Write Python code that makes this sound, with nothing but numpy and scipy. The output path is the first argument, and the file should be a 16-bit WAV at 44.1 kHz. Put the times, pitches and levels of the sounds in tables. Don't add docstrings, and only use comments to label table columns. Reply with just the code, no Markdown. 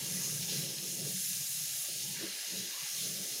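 import sys
import numpy as np
from scipy import signal
from scipy.fft import rfft, irfft, next_fast_len
from scipy.io import wavfile
from scipy.ndimage import uniform_filter1d, map_coordinates

SR = 44100
rng = np.random.default_rng(int(sys.argv[2]) if len(sys.argv) > 2 else 0)


def unload_wav(signal):
    wavfile.write(
        sys.argv[1],
        SR,
        np.round(np.clip(np.atleast_2d(signal).T, -1, 1) * 32767).astype(np.int16),
    )


N = 149940

# time in seconds, level in dB before trim.
JET_LEVEL = [(0, -44), (0.13, -41), (0.35, -41.5), (0.45, -43.0), (0.59, -40.5), (0.68, -44.5), (0.78, -45),
             (0.92, -42), (1.03, -44.5), (1.1, -41.5), (1.29, -38.5), (1.42, -41), (1.48, -39.5),
             (1.76, -41), (1.82, -39), (1.9, -43), (2.12, -42.5), (2.19, -46.5), (2.45, -46), (2.59, -44),
             (2.68, -46), (2.87, -44.5), (3.02, -40.5), (3.18, -43.5), (3.4, -44)]
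# time in seconds, level in dB before trim.
FIZZ_LEVEL = [(0, -43.5), (0.25, -38.5), (0.44, -43.5), (0.51, -39), (0.6, -42), (0.74, -45.0), (0.93, -41),
              (1.04, -46), (1.09, -42), (1.68, -42), (2.1, -43.5), (2.35, -48), (2.6, -41.5), (2.69, -46),
              (2.82, -44.5), (3.03, -40.5), (3.17, -42.5), (3.4, -41.5)]
# time in seconds, level in dB before trim.
SPRAY_LEVEL = [(0, -46), (.12, -44.5), (.39, -47.5), (.43, -41), (.465, -46.5), (.495, -39), (.55, -41),
               (.64, -44.5), (.9, -46), (2.65, -44.5), (2.85, -44), (2.96, -45.5), (3.02, -41.5),
               (3.13, -46), (3.4, -45.5)]
# time in seconds, level in dB before trim.
SPLASH_LEVEL = [(0.0, -55), (0.2, -53), (0.37, -56), (0.54, -55), (0.77, -58.5), (1.0, -60), (1.1, -57.5),
                (2.125, -58.5), (2.155, -50), (2.45, -52), (2.62, -55), (2.87, -50), (2.93, -55),
                (3.4, -57)]
# time in seconds, level in dB before trim.
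GURGLE_LEVEL = [(0, -57.5), (0.28, -58.5), (0.39, -62), (0.57, -59), (0.84, -61), (0.93, -70),
                (0.97, -60.5), (1.05, -55.5), (1.13, -62), (1.3, -71), (1.36, -61.5), (1.71, -63),
                (1.8, -59.5), (1.99, -65.5), (2.05, -65), (2.24, -57.5), (2.31, -65), (2.46, -58.5),
                (2.77, -57), (3.02, -63.5), (3.4, -56.5)]
# time in seconds, level in dB before trim.
PATTER_LEVEL = [(0, -52), (0.45, -56.5), (0.57, -49.5), (0.7, -52), (0.8, -61), (0.85, -51), (0.93, -55),
                (1.0, -49.5), (1.115, -49), (1.15, -62), (1.23, -61), (1.28, -71), (1.42, -74), (1.54, -86),
                (1.62, -67), (1.77, -64), (1.85, -96), (1.88, -57), (2.16, -57.5), (2.24, -46.5),
                (2.35, -61.5), (2.46, -72), (2.52, -50), (2.64, -54.5), (2.72, -63), (2.91, -69.5),
                (3.05, -54.5), (3.22, -52), (3.4, -57.5)]
# time in seconds, level in dB before trim.
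DRUM_LEVEL = [(0.0, -50.5), (0.25, -52), (0.44, -44.5), (0.48, -54), (0.6, -44.5), (0.74, -58), (0.97, -59),
              (1.06, -43), (1.22, -65.5), (1.34, -55.5), (1.77, -57), (1.85, -76), (1.89, -56), (2.0, -60),
              (2.15, -54.5), (2.32, -66), (2.4, -95), (2.61, -54.5), (2.75, -87), (2.84, -61.5),
              (2.88, -92), (2.97, -63), (3.07, -57), (3.18, -55), (3.27, -69), (3.4, -64.5)]
# time in seconds, level in dB before trim.
EDGE_LEVEL = [(0.0, -54), (0.15, -49), (0.45, -57.5), (0.55, -47), (0.79, -58), (1.02, -52.5), (1.25, -57),
              (1.86, -89), (2.05, -58), (2.3, -57.5), (2.44, -94), (2.51, -55.5), (2.61, -50.5),
              (2.75, -83), (2.9, -73.5), (3.07, -54), (3.22, -53.5), (3.3, -75)]
# start in seconds, peak in dB before trim.
GOUT_DROPS = [(0.156, -48), (0.27, -50), (0.515, -45), (1.009, -43), (1.054, -39.5), (1.352, -58),
              (1.406, -55.5), (1.885, -48.5), (2.231, -40), (2.59, -46.5), (3.05, -47), (3.182, -49)]

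# centre in Hz, width in Hz, strength in dB.
FLOOR_MODES = [(116.7, 11.5, -6), (130.8, 15.5, -1), (152, 19, 1)]
# centre in Hz, width in Hz, strength in dB.
EDGE_MODES = [(185, 15, 3), (217, 12.3, -5.5)]
# centre in Hz, width in Hz, strength in dB.
WALL_MODES = [(239, 32, -2.5), (344.7, 37, 0.5), (401, 11, 2.5), (440, 11.5, 2.5), (477, 18.5, -2),
              (545, 73, -3.5), (740, 49, -11)]
# centre in Hz, width in Hz, strength in dB.
STEEL_MODES = [(1690, 9.8, 3), (2677, 30, -9.5), (2818, 35, 3), (4090, 48, -11)]

# frequency in Hz, relative gain in dB.
HISS_COLOUR = [(1500, -71), (3000, -30), (6000, -7.5), (7300, 1.5), (8000, -4), (8600, -1.5), (9300, 1.5),
               (10500, 2), (11800, -1.5), (13300, -4), (14200, -7.5), (14650, 0), (15700, -10)]
# frequency in Hz, relative gain in dB.
FOAM_COLOUR = [(3000, -20.5), (4700, -13), (5300, -2.5), (5750, -3), (6400, 3), (6800, 3.5), (7300, -20),
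               (8000, -27), (12000, -39)]
# frequency in Hz, relative gain in dB.
MIST_COLOUR = [(1200, -34), (2300, -9), (2780, -2.5), (3300, -2.5), (3750, -1.5), (4130, 1.5), (4500, -2),
               (5200, 1.5), (7000, -14.5), (12000, -25)]
# frequency in Hz, relative gain in dB.
HAND_SPLASH_COLOUR = [(700, -54), (1150, -13), (1400, -3.5), (1650, -1), (1850, 0), (2100, 1), (2700, -5.5),
                      (4000, -7), (8000, -28)]
# frequency in Hz, relative gain in dB.
PALM_GURGLE_COLOUR = [(200, -29), (350, -6), (480, -4.5), (650, 1.5), (830, 3), (1000, -1), (1160, 2),
                      (1330, -9), (1700, -18.5), (3000, -11)]
# frequency in Hz, relative gain in dB.
RUMBLE_COLOUR = [(20, -1), (70, 4), (110, -6), (1000, -46)]
# time in seconds, centre in Hz, depth in dB (negative lifts).
HOLLOW_PATH = [(0.9, 1100, 3), (0.96, 1090, 28), (1.01, 1070, 27), (1.06, 1050, 7), (1.25, 1010, 13),
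               (1.35, 940, 10), (1.5, 970, 10), (1.84, 990, 12), (2.02, 1050, 18), (2.12, 1270, 13),
               (2.17, 1250, 4), (2.35, 940, -2), (2.52, 1190, 12), (2.78, 1000, -7.5), (3.03, 945, 26),
               (3.13, 940, 14), (3.4, 1050, 5)]

DROPS_PER_S, DROP_CYCLES, DROPS_DB = 7000, 7.1, -3.5
BUBBLES_PER_S, BUBBLE_CYCLES, BUBBLES_DB = 880, 72, -10
BUBBLE_RISE = 0.12
SIZE_SPREAD_DB = 2.5
GOUT_SPLAT_S, GOUT_SPLAT = 0.097, 0.11
HOLLOW_WIDTH_OCT, HOLLOW_WANDER_OCT = 0.13, 0.03
ROOM_T60_S, ROOM_DB, ROOM_TONE_DB = 0.069, -9, -85
TOP_HZ = 15800


def amp(db):
    return 10 ** (np.asarray(db) / 20)


def unit(x):
    return x / np.sqrt(np.mean(x ** 2) + 1e-20)


def level(rows):
    return amp(np.interp(np.arange(N) / SR, *np.transpose(rows)))


def wobble(rate):
    knots = rng.standard_normal(int(N * rate / SR) + 4)
    return map_coordinates(knots, [np.arange(N) * rate / SR])


def filtered(x, response):
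    m = next_fast_len(N + SR // 2)
    hz = np.fft.rfftfreq(m, 1 / SR)
    return irfft(rfft(x, m) * response(hz), m)[..., :N]


def coloured(x, points):
    hz, db = np.transpose(points)

    def response(f):
        low_cut = f ** 2 / (f ** 2 + (hz[0] / 2) ** 2)
        return amp(np.interp(np.log(f + 1), np.log(hz), db)) * low_cut

    return unit(filtered(x, response))


def ringing(x, modes, low_hz, high_hz):
    def response(f):
        total = 0
        for k, (centre, width, db) in enumerate(modes):
            damping = 1j * f * width
            total = total + (-1) ** k * amp(db) * damping / (centre * centre - f * f + damping)
        return total

    radiation = signal.butter(2, [low_hz, high_hz], "bandpass", fs=SR, output="sos")
    return signal.sosfilt(radiation, filtered(x, response))


def grains(rate, low_hz, high_hz, cycles, spread_db, rise):
    when, pitch, size = rng.random((int(rate * N / SR), 3)).T[:, :, None]
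    hz = low_hz + (high_hz - low_hz) * pitch
    n = np.arange(int(min(cycles / low_hz, .03) * SR))
    age = n / SR * hz / cycles
    strength = amp(-spread_db * np.log(1 - .995 * size) - 60 * age) * np.sqrt(hz)
    tone = strength * np.sin(2 * np.pi * cycles * age * (1 + rise * age))
    place = (when * N).astype(int) + n
    return unit(np.bincount(place.ravel(), tone.ravel(), N)[:N])


def impacts(rate, spread_db):
    when, size = rng.random((int(rate * N / SR), 2)).T
    blows = np.bincount((when * N).astype(int), amp(spread_db * size), N)
    return blows - blows.mean()


def patchy(x, depth_db, size):
    z = signal.stft(x, nperseg=1024)[2]
    field = rng.standard_normal(z.shape)
    for _ in range(2):
        field = uniform_filter1d(field, size=size, axis=0)
        field = uniform_filter1d(field, size=7, axis=1)
    return unit(signal.istft(z * amp(depth_db * unit(field)), nperseg=1024)[1][:N])


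def kitchen(x):
    t = np.arange(SR // 3) / SR
    tail = rng.standard_normal(len(t)) * amp(-60 * t / ROOM_T60_S) * (t > .002)
    wet = signal.fftconvolve(x, tail / np.linalg.norm(tail))[:N]
    return unit(x + amp(ROOM_DB) * wet)


def room_tone():
    return amp(ROOM_TONE_DB) * coloured(rng.standard_normal(N), RUMBLE_COLOUR)


def sink(drum_db=0.15, edge_db=0.35, patter_db=-2.8, glug_db=1.0):
    drum = unit(ringing(impacts(900, spread_db=0.5), FLOOR_MODES, 56, 186))
    edge = unit(ringing(impacts(900, spread_db=10), EDGE_MODES, 136, 355))
    wall_blows = ringing(impacts(900, spread_db=7), WALL_MODES, 182, 640)
    patter = patchy(wall_blows, depth_db=2.0, size=3)
    floor = amp(drum_db) * level(DRUM_LEVEL) * drum + amp(edge_db) * level(EDGE_LEVEL) * edge
    glugs = amp(glug_db * wobble(45))
    return glugs * floor + amp(patter_db) * level(PATTER_LEVEL) * patter


def gouts(gout_db=-1, walls_db=2):
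    out, t = np.zeros(N), np.arange(N) / SR
    blow = signal.unit_impulse(N)
    basin = ringing(blow, FLOOR_MODES + EDGE_MODES, 102, 400)
    basin = basin + amp(walls_db) * ringing(blow, WALL_MODES, 237, 830)
    for s, db in GOUT_DROPS:
        splat = blow + GOUT_SPLAT * rng.standard_normal(N) * amp(-60 * t / GOUT_SPLAT_S)
        thud = signal.fftconvolve(splat[:SR // 8], basin[:SR // 4])
        thud = amp(db + gout_db) * thud / np.abs(thud).max()
        start = round(s * SR)
        out[start:start + len(thud)] += thud[:N - start]
    return out


def slosh(colour, low_hz, high_hz, patchy_db):
    bubbles = grains(BUBBLES_PER_S, low_hz, high_hz, BUBBLE_CYCLES, SIZE_SPREAD_DB, BUBBLE_RISE)
    wash = coloured(rng.standard_normal(N) + amp(BUBBLES_DB) * bubbles, colour)
    return kitchen(patchy(wash, patchy_db, size=5))


def hands(splash_db=-0.06, gurgle_db=-1.0, steel_db=-7):
    splash = amp(splash_db) * slosh(HAND_SPLASH_COLOUR, 1422, 3770, patchy_db=0.75)
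    steel = amp(steel_db) * unit(ringing(impacts(1500, spread_db=7), STEEL_MODES, 1530, 4400))
    gurgle = amp(gurgle_db) * slosh(PALM_GURGLE_COLOUR, 380, 1506, patchy_db=2.5)
    return level(SPLASH_LEVEL) * (splash + steel) + level(GURGLE_LEVEL) * gurgle


def droplets(colour, low_hz, high_hz):
    drops = grains(DROPS_PER_S, low_hz, high_hz, DROP_CYCLES, SIZE_SPREAD_DB, rise=0)
    rush = coloured(rng.standard_normal(N) + amp(DROPS_DB) * drops, colour)
    return kitchen(patchy(rush, depth_db=1.2, size=5))


def jet(jet_db=1.48, fizz_db=-1.6, spray_db=0.3, flutter_db=0.56, flutter_rate=25):
    hiss = amp(jet_db) * level(JET_LEVEL) * droplets(HISS_COLOUR, 4200, 16300)
    fizz_gain = amp(fizz_db + flutter_db * wobble(flutter_rate)) * level(FIZZ_LEVEL)
    spray_gain = amp(spray_db + flutter_db * wobble(flutter_rate)) * level(SPRAY_LEVEL)
    fizz = fizz_gain * droplets(FOAM_COLOUR, 5230, 6150)
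    spray = spray_gain * droplets(MIST_COLOUR, 2120, 7540)
    return hiss + fizz + spray


def hollowed(x):
    hz, s, z = signal.stft(x, SR, nperseg=2048, noverlap=1792)
    times, centres, depths = np.transpose(HOLLOW_PATH)
    wander = HOLLOW_WANDER_OCT * np.interp(s * SR, np.arange(N), wobble(18))
    octaves = np.log2((hz[:, None] + 1) / np.interp(s, times, centres)) + wander
    notch_db = -np.interp(s, times, depths) * np.exp(-(octaves / HOLLOW_WIDTH_OCT) ** 2)
    return signal.istft(z * amp(notch_db), SR, nperseg=2048, noverlap=1792)[1][:N]


def scene():
    water = jet() + hands() + sink() + gouts()
    mono = hollowed(water) + room_tone()
    return np.array([mono, mono])


def record(dry):
    return filtered(dry, lambda hz: hz < TOP_HZ)


dry = scene()
out = record(dry)
unload_wav(out)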